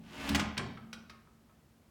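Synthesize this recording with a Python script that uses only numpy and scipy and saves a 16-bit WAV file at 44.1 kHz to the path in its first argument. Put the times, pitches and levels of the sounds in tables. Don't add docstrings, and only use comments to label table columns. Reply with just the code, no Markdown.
import sys
import numpy as np
from scipy import signal
from scipy.fft import rfft, irfft, next_fast_len
from scipy.io import wavfile

SR = 44100
rng = np.random.default_rng(int(sys.argv[2]) if len(sys.argv) > 2 else 0)


def wav_out(sig):
    wavfile.write(sys.argv[1], SR, np.round(np.clip(np.atleast_2d(sig).T, -1, 1) * 32767).astype(np.int16))


N = 83790
CONTACT_ATTACK_S, CONTACT_HOLD_S = 0.00035, 0.0043
# (frequency [Hz], relative level [dB], t60 [s])
STEEL_MODES = [(919, 0, .45), (1045, 0, .42), (1231, 2, .42), (1523, -1, .42), (1733, 1, .4),
               (1981, 1, .44), (2173, -1, .35), (2318, -1, .35), (2650, -2, .4), (2945, -4, .38),
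               (3237, -2, .35), (3279, -1, .4), (4239, -8, .35), (5200, -8, .35), (12610, -14, .15)]


def amp(db):
    return 10 ** (np.asarray(db) / 20)


def unit(x):
    return x / np.sqrt(np.mean(x ** 2) + 1e-20)


def along(points, hz):
    freqs, values = np.transpose(points)
    return np.interp(np.log(hz + 1), np.log(freqs + 1), values)


def filtered(x, gain):
    size = next_fast_len(N + 8192)
    return irfft(rfft(x, size) * gain(np.fft.rfftfreq(size, 1 / SR)), size)[:N]


def noise(gain):
    return unit(filtered(rng.standard_normal(N), gain))


def since(start):
    return np.maximum(np.arange(N) / SR - start, 0)


def burst(t, t60):
    return amp(-60 * np.maximum(t - CONTACT_HOLD_S, 0) / t60)


def ring(modes, t, scatter_db):
    return sum(amp(db + scatter_db * rng.standard_normal() - 60 * t / t60) * np.sin(2 * np.pi * hz * t)
               for hz, db, t60 in modes)


def room_tone():
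    # (frequency [Hz], relative level [dB])
    colour = [(20, -8), (45, -3), (80, -.5), (230, -4), (500, -13.5), (1250, -19), (2500, -25),
              (5200, -28.5), (10300, -32), (17500, -33)]
    return amp(-64.5) * noise(lambda hz: amp(along(colour, hz)))


def in_room(x, onset_s=0.0015):
    # (frequency [Hz], t60 [s])
    decay = [(100, 0.46), (1000, 0.63), (3000, 0.63), (6000, 0.48), (10000, 0.16), (16000, 0.5)]
    # (frequency [Hz], level [dB])
    send = [(100, 9.5), (1000, 0), (3000, -6.5), (6000, -7.5), (10000, -4), (16000, -28)]
    hz, t, spectrum = signal.stft(rng.standard_normal(SR), SR, nperseg=256)
    t60 = along(decay, hz)[:, None]
    envelope = amp(along(send, hz)[:, None] - 60 * t / t60)
    energy_trim = np.sqrt(2 * np.log(1000) / (t60 * SR))
    tail = signal.istft(spectrum * envelope * energy_trim, SR, nperseg=256)[1]
    tail *= 1 - np.exp(-np.arange(len(tail)) / SR / onset_s)
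    return x + signal.fftconvolve(x, tail)[:N]


def door_hum(pitch_hz=224.3):
    # (time [s], level [dB])
    envelope = [(0, -56.5), (.15, -65.5), (.55, -53.5), (.76, -55.5), (1.02, -54), (1.05, -64.5),
                (1.19, -61), (1.26, -77), (1.36, -66.5), (1.6, -75)]
    t = since(0)
    return amp(np.interp(t, *np.transpose(envelope))) * unit(np.sin(2 * np.pi * pitch_hz * t))


def rolling_wheels(bumps_per_s=900):
    # (time [s], level [dB])
    swell = [(0, -75), (.06, -61), (.15, -50.5), (.24, -43), (0.289, -41), (0.351, -44), (0.419, -48),
             (0.548, -90), (.7, -110)]
    # (frequency [Hz], relative level [dB])
    colour = [(24, -22), (40, -15), (70, -6), (107, -16), (218, 1.5), (281, -6.5), (319, -12), (362, -7.5),
              (466, -14.5), (901, -14), (1220, -13), (2890, -11.5), (17000, -40)]
    t = since(0)
    level = amp(np.interp(t, *np.transpose(swell)))
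    bumps = unit((rng.random(N) < bumps_per_s / SR) * rng.standard_normal(N))
    grit = bumps + amp(3) * rng.standard_normal(N)
    wheels = level * unit(filtered(grit, lambda hz: amp(along(colour, hz))))
    steel = ring(STEEL_MODES, t, scatter_db=2.5)
    rail = signal.fftconvolve(level * grit, steel / np.linalg.norm(steel))[:N]
    return in_room(wheels + amp(-12.5) * rail)


def hanger_knocks():
    # (time [s], level [dB], low-pass [Hz], relative rattle [dB], relative ring [dB])
    taps = [(0.7724, -45.5, 2490, -22, -19), (0.9293, -40.5, 6850, -20, -24),
            (1.0962, -45.5, 4800, -12, -18), (1.272, -58.5, 1500, -24, -11), (1.495, -58.5, 1500, -26, -11)]
    # (frequency [Hz], relative level [dB])
    colour = [(200, -18.5), (650, -7.5), (900, -5), (1100, -1.5), (1300, 5.5), (1600, -2.5), (2200, -0.5),
              (3500, -2.5), (5800, -3.5), (6600, -12), (16000, -8)]
    # (frequency [Hz], relative level [dB], t60 [s])
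    modes = [(1092, -3, .22), (1240, 0, .14), (1295, 4, .16), (1793, -6, .2), (2160, -3, .1),
             (2370, -2, .1), (3100, -3, .11), (3625, -7, .13)]
    out = np.zeros(N)
    for start, db, high_hz, rattle_db, ring_db in taps:
        t = since(start)
        envelope = burst(t, t60=0.042) + amp(rattle_db) * burst(t, t60=0.25)
        body = noise(lambda hz: amp(along(colour, hz))) * envelope
        ping = amp(ring_db) * ring(modes, t, scatter_db=0.5)
        tap = (body + ping) * (1 - np.exp(-t / CONTACT_ATTACK_S))
        out += in_room(amp(db) * filtered(tap, lambda hz: 1 / np.sqrt(1 + (hz / high_hz) ** 5)))
    return out


def panel_thuds(thump_t60_s=0.67, falloff_db_per_octave=5):
    # (time [s], door [dB], cabinet [dB], thump [dB], attack [s], most excited pitch [Hz])
    blows = [(-.1, -49.5, -46, -46, .01, 151), (.176, -72, -49.5, -66, 0.016, 240),
             (.296, -46.5, -25, -37.5, 0.014, 198), (.349, -52, -30.5, -33, .004, 300),
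             (.397, -49, -35, -42, 0.0032, 276), (.572, -45, -56, -40.5, 0.0047, 383),
             (.606, -39, -71, -42.5, 0.01, 128), (.775, -52.5, -59, -51.5, 0.015, 110),
             (.93, -59.5, -63.5, -55, 0.0069, 280), (1.097, -58.5, -59, -61.5, 0.0056, 80)]
    # (frequency [Hz], relative level [dB])
    colour = [(20, -5), (45, -11.5), (75, -2.5), (125, -4), (200, -1.5), (300, -10.5), (450, -22),
              (800, -16), (2000, -81)]
    # (frequency [Hz], relative level [dB], t60 [s])
    door_modes = [(123.2, -0.5, 0.44), (164.3, -6.5, 1.1), (182, -4, 0.79), (240.7, -7, 0.91),
                  (275, -5.5, 1.1), (344.5, -6.5, 0.65), (377, -3.5, 0.41)]
    cabinet_modes = [(75.04, 0.5, 0.63), (92.3, -8.5, 0.3), (199, -8, .4), (212.3, 1.5, 0.65),
                     (283.9, 0.5, 0.293)]

    def struck(modes, pitch_hz):
        return [(hz, db - falloff_db_per_octave * abs(np.log2(hz / pitch_hz)), t60)
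                for hz, db, t60 in modes]

    out = np.zeros(N)
    for start, door_db, cabinet_db, thump_db, attack_s, pitch_hz in blows:
        t = since(start)
        thump = amp(thump_db - 60 * t / thump_t60_s) * noise(lambda hz: amp(along(colour, hz)))
        door = amp(door_db) * ring(struck(door_modes, pitch_hz), t, scatter_db=1.5)
        cabinet = amp(cabinet_db) * ring(struck(cabinet_modes, pitch_hz), t, scatter_db=1)
        out += (door + cabinet + thump) * (1 - np.exp(-t / attack_s))
    return out


def impact_clacks():
    # (time [s], level [dB], high-pass [Hz], low-pass [Hz], crack t60 [s])
    contacts = [(0.29, -33.5, 1680, 15100, 0.036), (0.3472, -26, 670, 9100, 0.069),
                (.356, -31.5, 800, 14000, 0.015), (0.395, -31, 735, 7900, 0.072),
                (0.569, -42.5, 390, 3576, 0.15), (0.5772, -31.5, 1840, 7600, 0.035),
                (0.594, -38.5, 280, 2150, 0.058)]
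    # (frequency [Hz], relative level [dB])
    colour = [(100, 0), (600, 1), (1200, 1), (2000, 0.5), (3000, 0.5), (4200, -4.5), (5500, -6.5),
              (8000, -12), (11000, -15), (17000, -13)]
    out = np.zeros(N)
    for start, db, low_hz, high_hz, t60 in contacts:
        t = since(start)
        high_pass = lambda hz: (hz / low_hz) ** 2 / np.sqrt(1 + (hz / low_hz) ** 4)
        band = lambda hz: high_pass(hz) / np.sqrt(1 + (hz / high_hz) ** 6)
        crack = noise(lambda hz: band(hz) * amp(along(colour, hz))) * burst(t, t60)
        steel = amp(-25.5) * filtered(ring(STEEL_MODES, t, scatter_db=1), band)
        out += in_room(amp(db) * (crack + steel) * (1 - np.exp(-t / CONTACT_ATTACK_S)))
    return out


def scene():
    return (room_tone() + rolling_wheels() + impact_clacks() + hanger_knocks()
            + panel_thuds() + door_hum())[None]


def record(dry):
    low_cut_hz, top_hz = 31, 17900
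    return filtered(dry[0], lambda hz: (hz < top_hz) * (1 - 1 / (1 + (hz / low_cut_hz) ** 8)))[None]


dry = scene()
out = record(dry)
wav_out(out)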